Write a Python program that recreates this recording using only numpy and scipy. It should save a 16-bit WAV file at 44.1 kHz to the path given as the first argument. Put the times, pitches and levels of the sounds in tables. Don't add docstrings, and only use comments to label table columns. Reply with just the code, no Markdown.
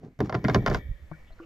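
import sys
import numpy as np
from scipy import signal
from scipy.fft import rfft, irfft
from scipy.io import wavfile

SR = 44100
rng = np.random.default_rng(int(sys.argv[2]) if len(sys.argv) > 2 else 0)


def pcm_store(signal):
    levels = np.round(np.clip(np.atleast_2d(signal), -1, 1) * 32767)
    wavfile.write(sys.argv[1], SR, levels.astype(np.int16).T)


N = 63945
T = np.arange(N) / SR
LR = np.array([[1], [-1]])

# (time [s], then thud, body, knock, clack, tick and snap strength [dB])
KNOCKS = [(0.19, -24, -50, -47.5, -52, -56.5, -54), (.204, -25, -14, -29, -28.5, -43, -38.5),
          (.228, -30.5, -22, -75, -60, -62, -63), (0.2952, -47, -48, -28.5, -35.5, -42.5, -61),
          (0.325, -32.5, -39.5, -29, -31, -48, -73), (0.3433, -27, -23.5, -34.5, -29, -46, -69),
          (.349, -22, -29, -30, -26.5, -37.5, -62), (.442, -17, -28, -31.5, -37.5, -45.5, -40.5),
          (0.448, -25.5, -14, -95, -18.5, -44.5, -61), (.483, -30.5, -20.5, -26, -26, -35.5, -59),
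          (0.4968, -21.5, -26, -28.5, -23.5, -40.5, -47), (0.5456, -21.5, -15.5, -24, -19, -26.5, -35.5),
          (0.557, -13, -16, -27.5, -24.5, -46, -42), (0.6621, -43, -30, -24.5, -18.5, -32.5, -36.5),
          (.674, -26, -30, -37, -23.5, -39, -53), (.680, -19.5, -45, -26, -25.5, -39.5, -43),
          (.699, -22.5, -22.5, -33.5, -39, -39.5, -46), (.712, -20, -23.5, -29.5, -26.5, -53, -53),
          (0.7456, -32, -26, -28.5, -23.5, -33, -39)]
# (time [s], pitch [Hz], level [dB], t60 [s], upper mode [Hz], upper level [dB],
# click centre [Hz], click level [dB], ring excitation [dB], left minus right [dB])
TAPS = [(1.1149, 156.7, -31, 0.12, 314, -36.5, 842, -33, -26.5, 7),
        (1.306, 645, -53.5, 0.13, 706, -59, 696, -60.5, -58, 1),
        (1.392, 1417, -49.5, 0.069, 1460, -52, 1280, -56, -61, 0),
        (1.400, 333.3, -38.5, 0.28, 1167, -49.5, 1040, -45, -55, 0.5)]
# (frequency [Hz], side minus mid [dB])
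DIFFUSE_SIDE = [(60, -20.5), (380, -28), (700, -9.5), (1300, -18.5), (2300, -4), (4400, -17.5), (13000, -5)]


def knocks():
    strength_hz = [120, 330, 720, 1550, 4800, 11000]
    # (frequency [Hz], relative level [dB], t60 [s])
    hull_modes = [(76.6, -8.5, 0.17), (124.1, -0.5, 0.19), (165, -9, 0.18), (203.5, -3, 0.12),
                  (277, -8, 0.15), (320.6, -6, 0.058), (399.1, -1, 0.12), (628.6, -2.5, 0.085),
                  (720.5, -3, 0.089), (1021.5, -4, 0.092), (1378, -3, 0.052), (1600, -9, 0.032),
                  (1848, -6.5, 0.048), (2083, -1, 0.039)]
    # (frequency [Hz], relative level [dB], t60 [s])
    contact_modes = [(3045, -8, 0.025), (3590, -10, 0.043), (4700, -2.5, 0.02), (5200, 0.5, 0.015),
                     (5827, -3, 0.02)]
    # (frequency [Hz], relative level per half octave [dB], t60 [s])
    plastic = [(70, -14.5, 0.29), (202, -11, 0.14), (470, -4, 0.093), (920, -4, 0.057), (1570, -4.5, 0.032),
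               (2410, -11.5, 0.02), (3520, -8, 0.043), (5000, -5.5, 0.014), (6700, -7, 0.0164),
               (8250, -26, 0.031), (12200, -17.5, 0.032), (16000, -36, 0.015)]
    mode_db, scatter_db, detune_spread = -1, 2, 0.017
    rise_cycles, tail_db, tail_t60_s = 0.52, -21, 0.16
    out, t = np.zeros((2, N)), T[:12288]
    modes = hull_modes + contact_modes
    rise = lambda hz: 1 - np.exp(-t * hz / rise_cycles)
    for start, *levels in KNOCKS:
        strength = lambda hz: amp(over_hz(list(zip(strength_hz, levels)), hz))
        for k, (hz, db, t60) in enumerate(modes):
            scatter, detune, side = rng.standard_normal(3)
            channels = stereo_gains(hz) * np.exp(1j * LR * side * amp(over_hz(DIFFUSE_SIDE, hz)))
            swing = np.imag(channels * np.exp(2j * np.pi * hz * (1 + detune_spread * detune) * t))
            gain = (-1) ** k * strength(hz) * amp(db + mode_db + scatter_db * scatter)
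            add(out, start, gain * swing * rise(hz) * decay(t, t60))
        for hz in 65 * 2 ** np.arange(0, 8.1, .5):
            fall = decay(t, over_hz(plastic, hz, column=2)) + amp(tail_db) * decay(t, tail_t60_s)
            dense_modes = burst(hz, hz * np.log(2) * 0.66, rise(hz) * fall)
            add(out, start, dense_modes * strength(hz) * amp(over_hz(plastic, hz)))
    return out


def metal_ring():
    # (centre [Hz], width [Hz], relative level [dB], t60 [s], left minus right [dB])
    clusters = [(550, 130, -35.5, 1.47, 12), (1840, 320, -27, 1.06, 6.5), (2280, 163, -24.5, 0.67, 3),
                (3400, 730, -40.5, 1.13, 13), (12750, 2000, -42.5, 0.82, 7)]
    ring_db, tap_limit_hz = -9, 2600
    out = np.zeros((2, N))
    hard = [(start, clack) for start, *_, clack, tick, snap in KNOCKS]
    light = [(start, db) for start, *_, db, pan in TAPS]
    for hz, width, db, t60, pan_db in clusters:
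        blows = hard + light if hz < tap_limit_hz else hard
        energy = sum((T > at) * (amp(level) * decay(np.abs(T - at), t60)) ** 2 for at, level in blows)
        out += band(hz, width, N, wide_db=3) * np.sqrt(energy) * amp(db + ring_db + LR * pan_db / 2)
    return out


def friction(spectrum, levels):
    slips_per_s, spread_db = 6000, 3
    slipping = rng.random(N) < slips_per_s / SR
    sizes = amp(spread_db * np.minimum(rng.exponential(size=N), 4))
    clicks = slipping * sizes * rng.standard_normal((2, N))
    return colour(clicks, lambda f: amp(over_hz(spectrum, f)), wide_db=0.5) * fader(levels)


def scrape():
    # (frequency [Hz], relative density [dB])
    spectrum = [(200, -8), (600, 9), (1300, 3.5), (2600, -9.5), (5800, -13), (7400, -20.5), (8500, -34),
                (14000, -30), (16000, -54)]
    # (time [s], level [dB])
    levels = [(0, -72.5), (.05, -59.5), (.17, -98), (.225, -56), (.26, -47.5), (.285, -58.5), (.37, -52.5),
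              (0.408, -63), (.47, -50), (.54, -43), (.6, -56), (.65, -55), (0.699, -48), (0.739, -38),
              (0.774, -42), (.81, -65), (.9, -102), (1.201, -63), (1.28, -73), (1.37, -65.5), (1.45, -64.5)]
    return friction(spectrum, levels)


def hull_rub():
    # (frequency [Hz], relative density [dB])
    spectrum = [(40, -20), (110, 0), (170, 3.5), (420, -6.5), (560, -18), (780, -17), (1300, -43),
                (3000, -69), (12000, -86)]
    # (time [s], level [dB])
    levels = [(0, -65), (0.022, -46.5), (0.048, -39.5), (0.082, -46), (0.131, -58), (.15, -74), (.19, -62),
              (.25, -39), (.3, -39), (.42, -42), (.52, -37.5), (.6, -33), (.65, -37), (.77, -38.5),
              (0.819, -50.5), (.95, -68.5), (1.1, -64), (1.17, -67.5), (1.37, -66.5), (1.45, -74)]
    return friction(spectrum, levels)


def bumps():
    # (time [s], frequency [Hz], level [dB], length [cycles], left minus right [dB])
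    pushes = [(0.626, 44.7, -32, 1.3, 5), (0.703, 62, -22, 1.2, -5), (.727, 31.4, -29, 3.6, -5),
              (.775, 55.5, -32, 0.8, 17), (0.865, 62, -30.5, 1.7, -4.5), (.893, 72.5, -26, 0.73, -6.5),
              (0.91, 35.1, -25, 1.4, -4.5), (0.913, 96, -29.5, 0.94, -8.5), (0.949, 40, -40, 1.5, -10),
              (1.032, 69, -38.5, 2.9, -6), (1.324, 28.6, -41, 1.34, 3.5)]
    out = np.zeros((2, N))
    for at, hz, db, cycles, pan_db in pushes:
        envelope = np.exp(-(2 * (T - at) * hz / cycles) ** 2)
        out += amp(db + LR * pan_db / 2) * np.sin(2 * np.pi * hz * (T - at)) * envelope
    return out


def taps():
    click_t60_s, upper_t60_s, attack_s = 0.024, 0.07, 0.00039
    out, t = np.zeros((2, N)), T[:8192]
    attack = 1 - np.exp(-t / attack_s)
    mode = lambda hz, db, t60: amp(db) * np.sin(2 * np.pi * hz * t) * decay(t, t60) * attack
    for start, hz, db, t60, upper_hz, upper_db, click_hz, click_db, _, pan_db in TAPS:
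        click = amp(click_db) * burst(click_hz, click_hz, decay(t, click_t60_s) * attack)
        tone = mode(hz, db, t60) + mode(upper_hz, upper_db, upper_t60_s)
        add(out, start, (tone + click) * amp(LR * pan_db / 2))
    return out


def finger_slides():
    # (time [s], half-length [s], centre [Hz], width [Hz], level [dB])
    swishes = [(1.136, 0.016, 1530, 303, -54.5), (1.287, 0.019, 3180, 1200, -65.5),
               (1.329, .007, 4120, 800, -65), (1.425, 0.026, 1300, 397, -59.5),
               (1.44, 0.024, 2650, 700, -63), (1.44, 0.038, 491, 109, -53)]
    return sum(amp(db) * band(hz, width, N) * np.exp(-((T - at) / half_length) ** 2)
               for at, half_length, hz, width, db in swishes)


def shore():
    # (frequency [Hz], relative density [dB])
    spectrum = [(20, 3.5), (70, -2), (150, -13.5), (400, -28.5), (1100, -29.5), (2200, -27), (2700, -36),
                (7000, -44), (10000, -52), (14000, -46), (16000, -67)]
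    # (time [s], level [dB])
    levels = [(0, -60), (.17, -60.5), (.8, -54.5), (1.08, -52), (1.2, -51.5), (1.45, -54)]
    noise = rng.standard_normal((2, N))
    return colour(noise, lambda f: amp(over_hz(spectrum, f)), wide_db=7) * fader(levels)


def stereo_gains(hz):
    # (frequency [Hz], left minus right [dB])
    balance = [(60, -2), (380, 1), (700, -3), (1300, 1), (4400, -2), (8000, 2.5), (14000, 2)]
    # (frequency [Hz], left lead [rad])
    lead = [(300, -0.019), (1290, -0.42), (2200, -1.3), (2700, 0.47), (3300, -1.3), (4500, -0.66),
            (6500, 0.81), (11000, 0.17)]
    return amp(LR * over_hz(balance, hz) / 2) * np.exp(.5j * LR * over_hz(lead, hz))


def colour(pair, gain, wide_db=0):
    f = np.fft.rfftfreq(pair.shape[1], 1 / SR)
    mid, side = rfft(pair) * gain(f)
    side_gain = amp(np.minimum(over_hz(DIFFUSE_SIDE, f) + wide_db, 0))
    return unit(irfft((mid + LR * side * side_gain) * stereo_gains(f), pair.shape[1]))


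def band(hz, width, size, wide_db=0):
    noise = rng.standard_normal((2, size))
    return colour(noise, lambda f: 1 / (1 + (2 * (f - hz) / width) ** 6), wide_db)


def burst(hz, width, envelope):
    return unit(band(hz, width, len(envelope)) * envelope) * np.sqrt(np.mean(envelope ** 2))


def amp(db):
    return 10 ** (np.asarray(db) / 20)


def over_hz(table, hz, column=1):
    rows = np.array(table, float)
    return np.interp(np.log(np.maximum(hz, 1)), np.log(rows[:, 0]), rows[:, column])


def fader(table):
    return amp(np.interp(T, *np.array(table, float).T))


def decay(t, t60):
    return np.exp(-np.log(1000) * t / max(t60, 1e-3))


def unit(x):
    return x / np.sqrt(np.mean(x ** 2) + 1e-30)


def add(out, start, sound):
    i = int(np.clip(start * SR, 0, N - 1))
    out[:, i:i + sound.shape[1]] += sound[:, :N - i]


def scene():
    return knocks() + metal_ring() + taps() + bumps() + finger_slides() + scrape() + hull_rub() + shore()


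def record(dry):
    # (centre [Hz], width [Hz], gain [dB])
    ripples = [(2450, 225, -1), (4260, 380, 0.5), (870, 87, -4)]
    cutoff_hz = 15600
    for hz, width, db in ripples:
        resonance = signal.lfilter(*signal.iirpeak(hz, hz / width, fs=SR), dry)
        dry = dry + (amp(db) - 1) * resonance
    return signal.sosfilt(signal.ellip(8, .2, 70, cutoff_hz, fs=SR, output="sos"), dry)


dry = scene()
out = record(dry)
pcm_store(out)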